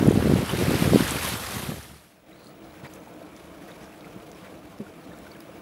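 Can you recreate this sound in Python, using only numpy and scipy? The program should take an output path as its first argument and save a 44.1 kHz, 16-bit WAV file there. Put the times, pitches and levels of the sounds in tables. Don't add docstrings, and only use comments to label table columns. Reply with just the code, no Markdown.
import sys
import numpy as np
from scipy import signal
from scipy.io import wavfile
from scipy.ndimage import uniform_filter1d

SR = 44100
rng = np.random.default_rng(int(sys.argv[2]) if len(sys.argv) > 2 else 0)


def store_pcm(level_fs):
    pcm = np.round(np.clip(level_fs, -1, 1) * 32767).astype(np.int16)
    wavfile.write(sys.argv[1], SR, np.atleast_2d(pcm).T)


N = 247817
TIME = np.arange(N) / SR

# time_s, pure_tone_db, fuzz_db
WHINE_LEVELS = [(0, -68, -95), (1.9, -87, -96), (2.5, -68, -90), (3.1, -71, -86), (3.3, -78, -80),
                (4.4, -76, -73), (4.7, -92, -75), (5.2, -72, -78), (5.62, -69, -77)]
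# time_s, gain_db
CALM_FADE_IN = [(1.85, -6), (2.05, -14.5), (2.22, -12), (2.31, -5), (2.8, 0.5), (5.62, -.5)]
# pitch_hz, relative_db
DRONE_TONE = [(18, -47), (30, -2.5), (167, -10.5), (248, -9), (305, -4.5), (386, -10), (660, -5.5),
              (849, -13), (1300, -15.5), (1690, -23.5), (2860, -120)]
# pitch_hz, width_hz, boost_db
HULL_RINGS = [(184.4, 66, 11.5), (313.8, 24.3, 12), (447, 100, 5), (522, 8.4, 4), (673, 14.5, 5)]
# time_s, level_db
LAP_LEVELS = [(1.85, -50), (2.55, -55.5), (2.9, -55.5), (3.2, -57), (3.7, -53), (4.15, -55.5),
              (4.45, -52.5), (4.62, -56), (5.2, -54.5), (5.62, -55)]
# pitch_hz, relative_db
LAP_TONE = [(470, -48), (800, -12), (862, -8), (1450, -2.5), (2070, -4.5), (2290, -2.5), (2820, -7),
            (3700, -8.5), (4130, -11.5), (8670, -17.5), (11400, -15), (14700, -22.5), (15300, -21)]
# pitch_hz, width_hz, boost_db
LAP_RINGS = [(2310, 120, 1.5), (2550, 73, 1), (3640, 89, -0.5), (10200, 250, 2.5)]
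# start_s, length_s, level_db, first_hz, last_hz, width_hz
GUSHES = [(2.331, 0.23, -63, 4070, 4600, 1000), (2.427, 0.083, -62.5, 8450, 9000, 5000),
          (2.836, 0.044, -47, 2080, 2000, 800), (2.828, 0.047, -54, 3300, 3000, 3000),
          (2.83, 0.052, -46, 1006, 906, 1190), (2.927, 0.041, -57, 9450, 9000, 7000),
          (3.685, 0.039, -50.5, 1713, 1760, 1190), (3.785, 0.085, -61, 4500, 6540, 1500),
          (4.407, 0.082, -53, 1233, 2300, 1000)]
# start_s, peak_db, pitch_hz, ring_cycles
DROPS = [(.075, -21, 10200, 5.4), (.0986, -30, 6900, 9.1), (.1178, -27, 8350, 7.4), (0.4937, -24, 2950, 22),
         (.5894, -23.5, 5930, 4.1), (1.08, -20.5, 6860, 6), (1.1087, -14, 8150, 4.7),
         (1.2319, -20, 9400, 6.4), (1.262, -17, 3500, 3), (1.289, -17, 10500, 9.1),
         (1.3743, -26, 13330, 12), (1.465, -27, 4960, 7.6), (1.5854, -34, 11500, 6.9),
         (1.829, -36, 5800, 8.3), (2.2976, -49, 11400, 14), (2.299, -45, 704, 10.5), (2.319, -48, 1990, 18),
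         (2.329, -49, 3860, 39), (2.469, -44, 4280, 19), (2.6222, -43, 2650, 4.7), (2.644, -51, 4100, 21),
         (2.724, -50, 4000, 8), (2.85, -39, 2140, 14), (2.877, -47, 4700, 14), (2.9147, -46, 11400, 18.4),
         (2.937, -37.5, 6260, 9.3), (2.939, -33, 11000, 5), (3.072, -38.5, 860, 11),
         (3.1394, -45, 7100, 5.2), (3.217, -40, 660, 13), (3.365, -34, 5500, 2.2), (3.705, -37, 550, 9),
         (3.717, -42.5, 3650, 22), (3.8418, -50, 6700, 9.8), (3.9589, -51, 7800, 16),
         (4.0086, -36, 3450, 3.8), (4.045, -39.5, 2200, 9), (4.069, -40, 1370, 8), (4.201, -46, 2970, 16),
         (4.232, -48, 2900, 17), (4.3165, -32.5, 6200, 2.1), (4.348, -47, 5420, 18),
         (4.787, -37, 4570, 0.74), (4.865, -42, 1410, 13), (5.052, -51, 4080, 22), (5.134, -49, 3670, 28),
         (5.139, -42, 1370, 12), (5.1758, -42, 10000, 4.2), (5.188, -32.5, 8700, 1.1),
         (5.316, -41.5, 4450, 30), (5.35, -45, 3000, 12), (5.355, -41, 1670, 10), (5.405, -29.5, 11500, 2),
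         (5.406, -38, 4800, 5), (5.491, -36, 523, 10)]
# start_s, peak_db, pitch_factor, length_factor
KNOCKS = [(2.458, -47, 0.86, 1.2), (2.831, -33.5, 0.64, 1.1), (4.158, -32, 0.87, 0.87),
          (4.554, -36.5, 1.5, 2.3), (4.799, -24, 0.98, 0.69), (4.813, -34, 0.905, 1.1),
          (5.052, -38.5, 1.24, 2.6), (5.088, -32.5, 0.77, 0.96)]
# pitch_hz, relative_db, ring_s (time to fall 60 dB)
KNOCK_NOTES = [(161, -13.5, 0.13), (218, 2, 0.066), (409, -5.5, 0.07), (550, -14, 0.11)]
# time_s, level_db
WAVE_LEVELS = [(0, -35), (.13, -35), (.57, -32.5), (.6, -29), (.68, -31.5), (.73, -30), (.82, -27.5),
               (.88, -31), (.99, -27.5), (1.21, -31), (1.25, -27), (1.39, -34), (1.57, -33), (2.3, -34.5)]
# pitch_hz, relative_db
WAVE_TONE = [(50, -45), (90, 2), (200, -6), (330, -6.5), (500, -8.5), (1170, -8.5), (2500, -11.5),
             (3900, -13.5), (7000, -20), (11400, -16.5), (13500, -21.5), (15800, -31)]
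# start_s, hold_s, level_db
GUSTS = [(0, .06, -26.5), (0.048, 0.051, -16.5), (0.158, 0.044, -24.5), (0.239, .03, -22),
         (0.301, 0.047, -21), (0.386, 0.022, -25.5), (.53, 0.11, -26), (0.691, 0.063, -22.5),
         (0.804, .11, -24.5), (0.932, 0.02, -18), (1.008, 0.019, -26), (1.12, 0.036, -34.5),
         (1.33, 0.017, -35), (1.56, 0.088, -35), (1.679, 0.099, -30), (1.903, .02, -29.5)]
# middle_s, level_db, pitch_hz
THUMPS = [(.011, -10.5, 213), (.028, -6, 225), (.058, -8, 250), (.068, -12, 283), (.087, -1, 237),
          (.11, -6.5, 318), (0.158, -8, 235), (.176, -6.5, 199), (.226, -11, 300), (.258, -9.5, 222),
          (0.296, -13, 187), (.323, -8.5, 280), (.338, -5, 205), (.537, -14.5, 208), (.614, -13.5, 360),
          (.624, -10.5, 251), (.683, -11.5, 180), (.717, -12, 296), (.742, -12.5, 280), (0.824, -7.5, 182),
          (0.854, -13, 180), (.926, -10, 230), (.935, -4.5, 380), (0.949, -9, 230), (.96, -.5, 307),
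          (1.007, -7, 208), (1.12, -16.5, 236), (1.158, -19.5, 244), (1.341, -19.5, 200), (1.569, -18, 153),
          (1.637, -21, 170), (1.692, -14, 151), (1.721, -16.5, 200)]

FADE_START_S, FADE_END_S = 1.576, 2.29


def gain_of(db):
    return 10 ** (np.asarray(db) / 20)


def normalize(sound):
    return sound / np.sqrt(np.mean(sound ** 2) + 1e-20)


def tone_at(table, hz):
    pitches, levels = np.transpose(table)
    return np.interp(np.log(hz + 1), np.log(pitches + 1), levels)


def boost_at(rings, hz):
    return sum(db / (1 + ((hz - pitch) / (width / 2)) ** 2) for pitch, width, db in rings)


def loudness(table, column=1):
    rows = np.array(table)
    return gain_of(np.interp(TIME, rows[:, 0], rows[:, column], left=-120, right=-120))


def add(mix, start_s, sound):
    part = mix[max(round(start_s * SR), 0):][:len(sound)]
    part += sound[:len(part)]


def blip(hz, cycles, phase):
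    turns = np.arange(-cycles, cycles, hz / SR)
    bell = np.exp(-(2.14 * turns / cycles) ** 2)
    wiggle = bell * np.cos(2 * np.pi * (turns + phase))
    return wiggle - bell * wiggle.sum() / bell.sum()


def random_blips(per_s, range_hz, cycles, spread_db, kinds, tone=((1, 0), (9, 0))):
    sizes = gain_of(spread_db * np.minimum(rng.exponential(1, N), 3))
    hits = sizes * (rng.random(N) < per_s / SR)
    kind, phases = rng.integers(0, kinds, N), rng.random(kinds)
    out = np.zeros(N)
    for k, hz in enumerate(np.geomspace(*range_hz, kinds)):
        blips = signal.oaconvolve(hits * (kind == k), blip(hz, cycles, phases[k]), "same")
        out += gain_of(tone_at(tone, hz)) * blips
    return normalize(out)


def noise(tone_db, frame_size, flicker_db, patchy_db=1.0, moving_db=None):
    hop = frame_size // 4
    frames = N // hop + 5
    hz, t = np.fft.rfftfreq(frame_size, 1 / SR), np.arange(frames) * hop / SR
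    real, imag, patches = rng.standard_normal((frames, len(hz), 3)).T
    patches = normalize(uniform_filter1d(uniform_filter1d(patches, 8, 0), 12, 1))
    flicker = normalize(uniform_filter1d(rng.standard_normal(frames), 3))
    level_db = tone_db(hz)[:, None] + patchy_db * patches + flicker_db * flicker
    if moving_db:
        level_db += moving_db(hz, t)
    spectrum = (real + 1j * imag) * gain_of(level_db)
    _, sound = signal.istft(spectrum, nperseg=frame_size, noverlap=frame_size - hop)
    return normalize(sound[:N])


def whine(pitch_hz=15687, fuzz_hz=15480):
    pure = np.sqrt(2) * np.sin(2 * np.pi * pitch_hz * TIME)
    fuzz = noise(lambda hz: -12 * ((hz - fuzz_hz) / 150) ** 2, 1024, flicker_db=1.5, patchy_db=2.5)
    return loudness(WHINE_LEVELS) * pure + loudness(WHINE_LEVELS, column=2) * fuzz


def hum(pitch_hz=70, sag_db_per_s=25, end_s=2.03):
    level = gain_of(-46.5 - sag_db_per_s * np.maximum(TIME - FADE_START_S, 0))
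    stop = np.clip((end_s - TIME) / 0.036, 0, 1)
    return level * stop * np.sqrt(2) * np.sin(2 * np.pi * pitch_hz * TIME)


def hull_drone():
    rumble = noise(lambda hz: tone_at(DRONE_TONE, hz) + boost_at(HULL_RINGS, hz), 2048, flicker_db=.8)
    return gain_of(-45.5) * rumble


def lapping():
    hiss = noise(lambda hz: tone_at(LAP_TONE, hz) + boost_at(LAP_RINGS, hz), 512, flicker_db=1.5)
    bubbles = random_blips(400, (900, 12000), cycles=11, spread_db=2.5, kinds=40,
                           tone=[(900, 0), (12000, -19)])
    drips = random_blips(30, (1500, 7000), cycles=11, spread_db=6.5, kinds=12,
                         tone=[(1500, 0), (7000, -9)])
    return loudness(LAP_LEVELS) * (hiss + gain_of(-10) * bubbles + gain_of(-14) * drips)


def gushes():
    out = np.zeros(N)
    for start_s, length_s, db, first_hz, last_hz, width_hz in GUSHES:
        size = round(length_s * SR)
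        real, imag, lumps = rng.standard_normal((size, 3)).T
        band = uniform_filter1d(real + 1j * imag, max(round(SR / width_hz), 2))
        band *= gain_of(3.1 * normalize(uniform_filter1d(lumps, 150)))
        slide = np.exp(2j * np.pi * np.cumsum(np.linspace(first_hz, last_hz, size)) / SR)
        gurgle = normalize((band * slide).real)
        add(out, start_s, gain_of(db) * gurgle * signal.windows.tukey(size, .6))
    return out


def drops(echo_s=.015):
    out = np.zeros(N)
    scatters = rng.standard_normal((len(DROPS), 700)) * gain_of(-60 * np.arange(700) / SR / echo_s)
    for (start_s, db, hz, cycles), scatter in zip(DROPS, scatters):
        turns = np.arange(0, 3 * cycles, hz / SR)
        age = turns / cycles
        rise_and_fall = (1 - np.exp(-age / 0.024)) * np.exp(-2.4 * age)
        ring = rise_and_fall * np.sin(2 * np.pi * turns * (1 + 0.015 * age))
        direct_and_echoes = np.append(1, .6 * scatter / np.linalg.norm(scatter))
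        ring = np.convolve(ring, direct_and_echoes)
        add(out, start_s, gain_of(db) * ring / abs(ring).max())
    return out


def knocks(rise_s=0.0062):
    out, t = np.zeros(N), np.arange(SR // 4) / SR
    for start_s, db, pitch, length in KNOCKS:
        ring = sum(gain_of(note_db - 60 * t / (ring_s * length)) * np.sin(2 * np.pi * hz * pitch * t)
                   for hz, note_db, ring_s in KNOCK_NOTES)
        ring *= 1 - np.exp(-t / rise_s)
        add(out, start_s, gain_of(db) * ring / abs(ring).max())
    return out


def foam_db(hz, t, db_per_s=3.5):
    treble_share = np.clip(np.log2((hz[:, None] + 1) / 2500), -1, 2) / 2
    return treble_share * (-4.5 + db_per_s * np.minimum(t, FADE_END_S))


def wave():
    hiss = noise(lambda hz: tone_at(WAVE_TONE, hz), 512, flicker_db=1.03, moving_db=foam_db)
    fizz = random_blips(500, (1200, 12000), cycles=5.4, spread_db=5.0, kinds=14)
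    return loudness(WAVE_LEVELS) * (hiss + gain_of(-10.5) * fizz)


def gusts(rise_db_per_s=305, fall_db_per_s=226, lull_db=-42.5):
    level_db = np.full(N, lull_db)
    for start_s, hold_s, db in GUSTS:
        before_s, after_s = np.maximum(start_s - TIME, 0), np.maximum(TIME - start_s - hold_s, 0)
        level_db = np.maximum(level_db, db - rise_db_per_s * before_s - fall_db_per_s * after_s)
    return gain_of(level_db)


def wind():
    out = gusts() * random_blips(per_s=220, range_hz=(97, 615), cycles=1.03, spread_db=2.0, kinds=12)
    for (middle_s, db, hz), phase in zip(THUMPS, rng.random(len(THUMPS))):
        thump = blip(hz, cycles=0.89, phase=phase)
        snap = blip(hz * 2.2, cycles=0.81, phase=phase)
        add(out, middle_s - len(thump) / 2 / SR, gain_of(db) * thump)
        add(out, middle_s - len(snap) / 2 / SR, gain_of(db - 16) * snap)
    return out


def fade_out(db_per_s=48.5, closing_s=0.19):
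    fall = gain_of(-db_per_s * np.maximum(TIME - FADE_START_S, 0))
    return fall * np.clip((FADE_END_S - TIME) / closing_s, 0, 1)


def scene():
    sailing = fade_out() * (wind() + wave()) + hum()
    calm = loudness(CALM_FADE_IN) * (hull_drone() + lapping())
    return (sailing + calm + gushes() + drops() + knocks() + whine())[None]


def record(dry, lowest_hz=60, highest_hz=15750):
    thin = signal.sosfilt(signal.butter(3, lowest_hz, "high", fs=SR, output="sos"), dry)
    clipped = np.clip(thin, -1, 1)
    treble_cut = signal.firwin(2047, highest_hz, window=("kaiser", 9), fs=SR)
    return signal.oaconvolve(clipped, treble_cut[None], "same")


dry = scene()
out = record(dry)
store_pcm(out)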